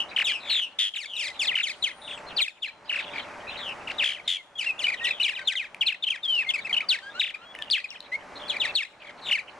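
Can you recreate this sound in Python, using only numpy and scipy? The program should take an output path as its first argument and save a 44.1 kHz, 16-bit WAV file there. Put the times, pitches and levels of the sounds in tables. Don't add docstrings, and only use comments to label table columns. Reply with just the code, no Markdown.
import sys
import numpy as np
from scipy import signal
from scipy.fft import rfft, irfft, next_fast_len
from scipy.io import wavfile
from scipy.ndimage import uniform_filter1d, minimum_filter1d, map_coordinates

SR = 44100
rng = np.random.default_rng(int(sys.argv[2]) if len(sys.argv) > 2 else 0)


def write(x):
    x = np.atleast_2d(x).T
    wavfile.write(sys.argv[1], SR, np.round(np.clip(x, -1, 1) * 32767).astype(np.int16))


N = 422919
TIME = np.arange(N) / SR
EDGE_HZ = 14100

# [pitch_hz, relative_level_db]
HISS_SPECTRUM = [(25, -40), (60, -7.5), (220, -0.5), (400, 0), (800, 5), (1300, 1.5), (2200, -3),
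                 (3500, -16.5), (6000, -19.5), (10500, -31), (13000, -38)]
# [time_s, level_db]
HISS_SWELL = [(0, -40.5), (1, -40), (2.3, -44), (3.7, -42.5), (5, -42), (6.3, -41.5), (7.5, -39.5),
              (8.6, -44), (9.6, -43)]
# [pitch_hz, width_hz at half amplitude, level_db]
DRONE_HUMS = [(52, 6.2, -72), (449.5, 11, -70), (587, 36, -51.5), (880, 17, -57)]
# [pitch_hz, gain_db]
BEAK_RESPONSE = [(900, -30.5), (1300, -15.5), (1800, -8.5), (2400, -1), (3000, 2), (4000, -2), (5000, -9.5),
                 (6200, -14.5), (7500, -14), (9500, -19.5), (11000, -24), (13000, -23)]
SYRINX_PARTIALS = [0.5, -9, -10.5, -13, -14]
# [start_s, length_s, start_hz, end_hz, level_db, fade_db (negative swells)]
BUZZ_CALLS = [(0, 0.05, 2970, 2835, -21.5, 17), (0.268, 0.12, 3430, 2510, -21.5, 4.5),
              (0.4, 0.14, 4080, 3120, -42.5, -18), (0.497, 0.064, 4280, 3565, -19, -14),
              (0.564, 0.11, 3500, 2714, -10, 11), (1.059, 0.13, 3670, 2620, -29.5, -9.5),
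              (2.016, 0.13, 3860, 3280, -42.5, -10), (3.574, .15, 4220, 2510, -41.5, -3.5),
              (5.069, 0.14, 4070, 2920, -29.5, 13.5), (9.214, 0.085, 4300, 3370, -44.5, -15)]
# [pitch_hz, decay_s over 60 dB]
YARD_DECAY = [(1000, 0.092), (3000, 0.32), (9000, 0.56)]
# [start_s, sweeps_count, spacing_s, top_hz, level_db, change_per_sweep_db]
STUTTER_CALLS = [(0.163, 3, 0.023, 3180, -16, 1.5), (0.413, 4, 0.02, 2800, -41, 4),
                 (.497, 5, .022, 3060, -19.5, 1.5), (0.938, 2, 0.022, 3300, -11.5, 1),
                 (1.555, 3, 0.022, 3167, -10, 0.5), (2.077, 2, 0.032, 2970, -35, 3.5),
                 (2.176, 2, 0.022, 2760, -39, -9), (2.895, 4, .031, 2994, -17.5, -1.5),
                 (3.134, 3, .024, 2530, -35, 3.5), (3.25, 4, 0.03, 2760, -48.5, 1),
                 (3.874, 2, .025, 2936, -31, 3.5), (4.024, 5, .022, 2857, -19, 0),
                 (7.197, 4, 0.03, 3900, -4.5, -4), (9.02, 4, 0.024, 2486, -36.5, 2),
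                 (9.262, 3, 0.025, 3200, -37.5, 9.5)]
STUTTER_SHAPE = (1.02, .79, .51)
# [start_s, length_s, start_hz, level_db, overtones_db]
CHEW_CALLS = [(0.245, 0.077, 3900, -19.5, 5.5), (0.954, 0.095, 4180, -14.5, 8),
              (1.165, 0.088, 3896, -16.5, 6.5), (1.198, 0.087, 3650, -21.5, 8.5),
              (1.394, 0.065, 3636, -19.5, 7.5), (1.469, 0.063, 4470, -16, -13),
              (1.622, 0.075, 4060, -15.5, 7), (1.826, .071, 4090, -16, -0.5), (2.367, 0.064, 4840, -20, -8),
              (2.414, .069, 4410, -8, 0.5), (2.622, 0.064, 3780, -14, -5), (3.985, 0.056, 3930, -23.5, -9),
              (4.136, 0.051, 3660, -31, -7), (6.388, 0.05, 2920, -19.5, -9), (4.582, 0.068, 3544, -21.5, 6),
              (4.613, 0.058, 3200, -24, -1), (4.792, 0.056, 3550, -29, 7.5), (5.034, 0.061, 3780, -26.5, 3),
              (5.054, 0.054, 3720, -25.5, -9), (5.23, 0.068, 4200, -14, 1.5),
              (5.281, 0.055, 3330, -19.5, -5), (5.35, 0.054, 3950, -21.5, -7.5),
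              (5.475, 0.062, 3820, -6, 1.5), (5.56, 0.087, 3780, -10.5, -7), (5.866, 0.061, 4470, -8, -6),
              (6.105, 0.058, 3260, -9, -6.5), (6.889, 0.077, 4780, -5.5, -2), (7.71, .073, 4950, 0, -5),
              (7.886, .07, 4180, -29.5, -5), (8.481, 0.082, 4550, -34, 0.5),
              (8.601, 0.066, 3970, -24.5, -3.5), (8.754, 0.08, 4430, -8, -1.5),
              (9.328, 0.058, 3130, -13.5, -5.5)]
FLICK_PITCHES = (2616, 2233, 1856)
# [start_s, length_s, start_hz, end_hz, level_db]
WHISTLE_CALLS = [(0.291, 0.034, 2480, 2330, -23.5), (1.26, 0.062, 2150, 2020, -28),
                 (3.429, 0.041, 1860, 1950, -44), (4.358, 0.057, 2400, 2030, -25.5),
                 (4.556, 0.044, 3340, 3140, -31), (4.662, .052, 2797, 2524, -19),
                 (5.008, 0.079, 1847, 1978, -23), (5.243, .045, 2437, 2180, -19),
                 (5.382, 0.05, 1580, 1545, -24), (5.486, 0.086, 1540, 1577, -24),
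                 (6.232, 0.034, 3710, 3230, -16.5), (6.278, 0.074, 3230, 2940, -16.5),
                 (6.348, 0.078, 2960, 2470, -18), (6.466, 0.039, 2090, 2150, -20),
                 (6.825, 0.027, 1340, 1180, -20), (6.91, 0.053, 1430, 1650, -22.5),
                 (7.026, 0.079, 1540, 1664, -23), (7.141, 0.052, 1334, 1540, -22),
                 (7.342, 0.11, 1200, 1430, -26.5), (7.451, 0.077, 3280, 3400, -42),
                 (7.583, 0.047, 1820, 1729, -28), (8.119, 0.041, 1964, 2234, -19)]
# [start_s, length_s, rate_per_s, top_hz, bottom_hz, level_db, fade_db]; pitches before sag and side ratios
RATTLE_CALLS = [(0.787, 0.108, 100, 3960, 2043, 4.5, 12.5), (4.039, 0.13, 67, 3757, 1890, -12.5, 22),
                (4.276, 0.1, 90, 4060, 2110, -3, 12.5)]
# [time_s, pitch_hz, level_db]
THIN_WHISTLE = [(1.75, 8360, -58), (1.858, 9050, -59), (2.03, 9150, -52.5), (2.21, 7250, -57.5)]
# [start_s, length_s, start_hz, middle_hz, level_db]
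CHIRP_CALLS = [(4.841, .033, 2963, 2860, -19.5), (4.881, 0.027, 2300, 2500, -17),
               (4.92, 0.03, 2400, 2260, -18), (5.2, 0.029, 2550, 2990, -18.5),
               (5.811, 0.026, 3270, 2835, -13.5), (5.857, 0.04, 2570, 2570, -19),
               (6.026, 0.025, 3590, 3480, -13), (6.068, 0.025, 3090, 3100, -12),
               (6.491, 0.024, 3460, 3210, -13.5), (6.538, 0.031, 2443, 2530, -12.5),
               (6.58, 0.027, 2030, 2310, -16), (6.648, 0.031, 2490, 2520, -25.5),
               (6.695, 0.026, 2320, 2320, -22.5), (6.729, .023, 3080, 3160, -18),
               (6.765, 0.026, 2440, 2970, -17.5), (6.804, 0.02, 1926, 2586, -14),
               (7.34, 0.019, 2260, 2360, -16.5), (7.766, 0.029, 3410, 3170, -16),
               (7.797, 0.021, 2230, 2480, -27), (7.842, 0.021, 2340, 2430, -17.5)]
# [start_s, peak_level_db, pitch_hz]
CLICK_CALLS = [(5.746, -15, 2370), (6.25, -24, 4960), (6.351, -23, 5070), (7.551, -17.5, 2020),
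               (7.589, -20.5, 2580), (7.623, -9, 3240), (7.701, -8, 3500), (7.802, -19, 4250),
               (7.905, -13, 5420), (8.005, -15.5, 4020)]
# [pitch_hz, difference_db]
STEREO_BALANCE = [(1200, 0.5), (2200, 2), (4000, 3.5), (7500, 8.5), (12000, 11)]


def amp(db):
    return 10 ** (np.asarray(db) / 20)


def evened(x):
    return x / np.sqrt(np.mean(x ** 2) + 1e-20)


def read(points, hz):
    f, value = np.transpose(points)
    return np.interp(np.log(hz + 1), np.log(f), value)


def add(mix, s, sound):
    part = mix[..., max(round(s * SR), 0):][..., :sound.shape[-1]]
    part += sound[..., :part.shape[-1]]


def colour(x, gain):
    size = next_fast_len(x.shape[-1] + 2000)
    spectrum = rfft(x, size) * gain(np.fft.rfftfreq(size, 1 / SR))
    return irfft(spectrum, size)[..., :x.shape[-1]]


def wander(t, rate):
    return map_coordinates(rng.standard_normal(512), [t * rate], order=3, mode="wrap")


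def background(apart=0.27):
    noise = rng.standard_normal((2, N))
    mid, side = evened(colour(noise, lambda hz: amp(read(HISS_SPECTRUM, hz))))
    swell_db = np.interp(TIME, *np.transpose(HISS_SWELL))
    level = amp(swell_db + 0.12 * wander(TIME, 18))
    drone = np.zeros(N)
    for f, width, db in DRONE_HUMS:
        hum = colour(rng.standard_normal(N), lambda hz: 1 / (1 + ((hz - f) / width * 2) ** 2))
        drone += amp(db) * evened(hum)
    return level * np.array([mid + apart * side, mid - apart * side]) + drone


def breeze(breeze_db=-63, corner_hz=90):
    noise = rng.standard_normal((2, N))
    rumble = evened(colour(noise, lambda hz: 1 / (1 + (hz / corner_hz) ** 2)))
    return amp(breeze_db + 2 * wander(TIME, 2.2)) * rumble * np.array([[1], [.3]])


def syrinx(hz, db, overtone_db):
    phase = 2 * np.pi * np.cumsum(hz) / SR
    voice = 0
    for k, part_db in enumerate(SYRINX_PARTIALS, 1):
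        level_db = db + part_db + overtone_db * (k > 1) + read(BEAK_RESPONSE, k * hz)
        voice = voice + amp(level_db) * np.sin(k * phase) * (k * hz < EDGE_HZ)
    return voice * np.sqrt(2)


def note(row, rise, fall, hook, jitter, shimmer_db, overtone_db, second=0, trill=0, trill_hz=200, trill_db=0):
    s, length, first, middle, last, db, fade_db = row
    t = np.arange(0, length + (rise + fall) / 2, 1 / SR)
    u = np.clip((t - rise / 2) / length, 0, 1)
    bow = np.polyfit([0, .5, 1], [1 / first, 1 / middle, 1 / last], 2)
    hz = 1 / np.polyval(bow, u)
    beat = 2 * np.pi * trill_hz * t + wander(t, 62.5)
    hz *= 1 - hook * np.exp(-t / 0.0013) - hook * np.exp((t - t[-1]) / 0.0041)
    hz *= 1 + jitter * wander(t, 238.0) + trill * np.sin(beat)
    level_db = db - fade_db * u + shimmer_db * wander(t, 162.6) + trill_db * np.cos(beat)
    ramp = np.clip(np.minimum(t / rise, (t[-1] - t) / fall), 0, 1)
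    edges = np.sin(np.pi / 2 * ramp) ** 2
    side_phase = 2 * np.pi * np.cumsum(hz) * rng.uniform(0.17, .45) / SR
    gurgle = 1 + second * u * (1 + wander(t, 329) / 2) * np.sin(side_phase)
    opening_db = overtone_db + 3 * wander(t, 50.5)
    return s - rise / 2, edges * gurgle * syrinx(hz, level_db, opening_db)


def perch(sound, bounce_db=-21, spread=.00003):
    sound = np.pad(sound, (0, 1200))
    delays, signs = rng.uniform(0.0011, 0.024, (2, 4)), rng.choice([-1, 1], (2, 4))
    lag = rng.normal() * spread
    delays[1, :2] = delays[0, :2] + lag
    signs[1, :2] = signs[0, :2]
    t = np.arange(len(sound)) / SR
    echoes = [sum(sign * np.roll(sound, round(d * SR)) for d, sign in zip(*ear))
              for ear in zip(delays, signs)]
    right = map_coordinates(sound, [(t - abs(lag)) * SR], order=3)
    return np.array([sound, right]) + amp(bounce_db) * np.array(echoes)


def buzz(s, length, start_hz, end_hz, db, fade_db):
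    row = (s, length, start_hz, np.sqrt(start_hz * end_hz), end_hz, db, fade_db)
    return note(row, rise=0.0049, fall=0.076, hook=0.084, jitter=0.0112, shimmer_db=2.5, overtone_db=-3.5,
                trill=0.057, trill_hz=201, trill_db=3.5)


def rasp(birds, rasp_db=-23.0):
    effort = np.sqrt(abs(uniform_filter1d(birds[0] ** 2, size=300)))
    noise = rng.standard_normal((2, N))
    air = colour(noise, lambda hz: amp(read(BEAK_RESPONSE, hz)) * hz / (hz + 1500))
    return amp(rasp_db) * effort * evened(air)


def yard(x):
    taps = rng.standard_normal((2, SR // 2)) * (rng.random((2, SR // 2)) < 1500 / SR)
    hz, t, z = signal.stft(taps, SR, nperseg=256)
    decay = amp(-60 * t / read(YARD_DECAY, hz)[:, None])
    tail = signal.istft(z * decay * (t > .005), SR, nperseg=256)[1]
    return signal.fftconvolve(x, tail / np.linalg.norm(tail[0]), axes=1)[:, :N]


def far_birds(count=170, far_db=-57.5):
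    out = np.zeros((2, N))
    for when, size, pitch, near in rng.random((count, 4)):
        top = 2300 + 2200 * pitch
        row = (when * TIME[-1], 0.0149 + 0.071 * size, top, top * .76, top * 0.29, far_db + 4 * near, 0)
        s, sound = note(row, rise=0.0049, fall=0.013, hook=0.21, jitter=0.012, shimmer_db=8, overtone_db=-24)
        add(out, s, perch(sound, bounce_db=1))
    return out


def stutter(s, sweeps, spacing, top_hz, db, step_db):
    sink, fade_db = .035, 3.5
    sounding, answer_lag, answer_length = .85, .55, 0.45
    voices = []
    for k in range(round(sweeps)):
        pitches = top_hz * (1 - sink * k) * np.array(STUTTER_SHAPE)
        level_db = db + step_db * k
        answer_s = s + (k + answer_lag) * spacing
        voices += [(s + k * spacing, sounding * spacing, *pitches, level_db, fade_db),
                   (answer_s, answer_length * spacing, *pitches, level_db - 10.5, fade_db)]
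    return [note(r, rise=0.0028, fall=0.004, hook=0.13, jitter=0.015, shimmer_db=2.0, overtone_db=-7.0,
                 second=0.42) for r in voices]


def chew(s, length, top_hz, db, overtone_db):
    end_hz, bow = 1700, 0.97
    fade_db = 0.46 * (db + 30)
    fall = (s, length, top_hz, bow * np.sqrt(top_hz * end_hz), end_hz, db, fade_db)
    flick = (s + 0.97 * length, .028, *FLICK_PITCHES, db - fade_db - 1, 7)
    return [note(fall, rise=.009, fall=0.0013, hook=0.092, jitter=0.0082, shimmer_db=3.3,
                 overtone_db=overtone_db, second=0.17),
            note(flick, rise=0.0077, fall=.009, hook=0.033, jitter=0.02, shimmer_db=7.0,
                 overtone_db=overtone_db - 3, second=0.15)]


def whistle(s, length, start_hz, end_hz, db):
    row = (s, length, start_hz, (start_hz + end_hz) / 2, end_hz, db, -1.5)
    return note(row, rise=0.01, fall=0.01, hook=0.052, jitter=.002, shimmer_db=2, overtone_db=-13.5)


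def rattle(row, sag=0.11, overtone_db=0, lower=.55, lower_db=-12, hiss_db=-15):
    s, length, rate, top, bottom, db, fade_db = row
    t = np.arange(0, length, 1 / SR)
    u = t / length
    level_db = db - fade_db * u ** 2 - 9 * np.exp(-t / 0.0016)
    breath = colour(rng.standard_normal(len(t)), lambda hz: amp(read(BEAK_RESPONSE, hz)))
    out = amp(level_db + hiss_db) * evened(breath)
    for lag, pitch, side_db in [(0, 0.94, 0), (.5, lower, lower_db)]:
        cycle = np.maximum(t * rate - lag, 0) % 1
        sweep = top + (bottom - top) * cycle ** 3.2
        hz = pitch * sweep * (1 - sag * u) * (1 + 0.02 * wander(t, 915))
        out += np.sin(np.pi * cycle ** 0.98) ** 2 * syrinx(hz, level_db + side_db, overtone_db)
    return s, out * signal.windows.tukey(len(t), .05)


def thin_whistle():
    s, hz, db = np.transpose(THIN_WHISTLE)
    t = np.arange(s[0], s[-1], 1 / SR)
    arch_hz = np.polyval(np.polyfit(s, hz, 2), t)
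    phase = 2 * np.pi * np.cumsum(arch_hz) / SR
    level = amp(np.interp(t, s, db) + wander(t, 85))
    return s[0], level * np.sin(phase) * signal.windows.tukey(len(t), .1)


def chirp(s, length, start_hz, middle_hz, db):
    fade_db = 0.31 * (db + 28.5)
    row = (s, length, start_hz, middle_hz, .8 * middle_hz, db, fade_db)
    return note(row, rise=0.005, fall=0.0083, hook=0.157, jitter=0.021, shimmer_db=3.5, overtone_db=-7.5,
                second=0.22)


def click(row, decay=0.00057, snap=0.13):
    s, db, hz = row
    t = np.arange(0, .012, 1 / SR)
    ring = np.sin(2 * np.pi * hz * t) + snap * rng.standard_normal(len(t))
    return s, amp(db) * ring * t / decay * np.exp(1 - t / decay)


def near_birds():
    calls = [buzz(*r) for r in BUZZ_CALLS]
    calls += [voice for r in STUTTER_CALLS for voice in stutter(*r)]
    calls += [voice for r in CHEW_CALLS for voice in chew(*r)]
    calls += [whistle(*r) for r in WHISTLE_CALLS]
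    calls += [rattle(r) for r in RATTLE_CALLS]
    calls += [thin_whistle()]
    calls += [chirp(*r) for r in CHIRP_CALLS]
    calls += [click(r) for r in CLICK_CALLS]
    out = np.zeros((2, N))
    for s, sound in calls:
        add(out, s, perch(sound, bounce_db=-18, spread=.00004))
    return colour(out, lambda hz: amp(read(STEREO_BALANCE, hz) * np.array([[.5], [-.5]])))


def scene():
    near, far = near_birds(), far_birds()
    echo = yard(amp(-15.5) * near + amp(-9.5) * far)
    return near + rasp(near) + far + echo + background() + breeze()


def record(dry, ceiling_db=-14, recovery_db=33, top_hz=11000):
    over_db = np.maximum(20 * np.log10(abs(dry).max(0) + 1e-9) - ceiling_db, 0)
    held_db = -minimum_filter1d(-over_db, size=4401, origin=2160, mode="constant")
    fall = TIME * recovery_db
    duck_db = np.maximum.accumulate(held_db + fall) - fall
    ducked = dry / amp(uniform_filter1d(duck_db, size=60))
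    ducked = colour(ducked, lambda hz: 1 / np.sqrt(1 + (hz / top_hz) ** 24))
    lowpass = signal.firwin(511, EDGE_HZ, window=("kaiser", 9), fs=SR)
    return signal.oaconvolve(ducked, lowpass[None], "same")


dry = scene()
out = record(dry)
write(out)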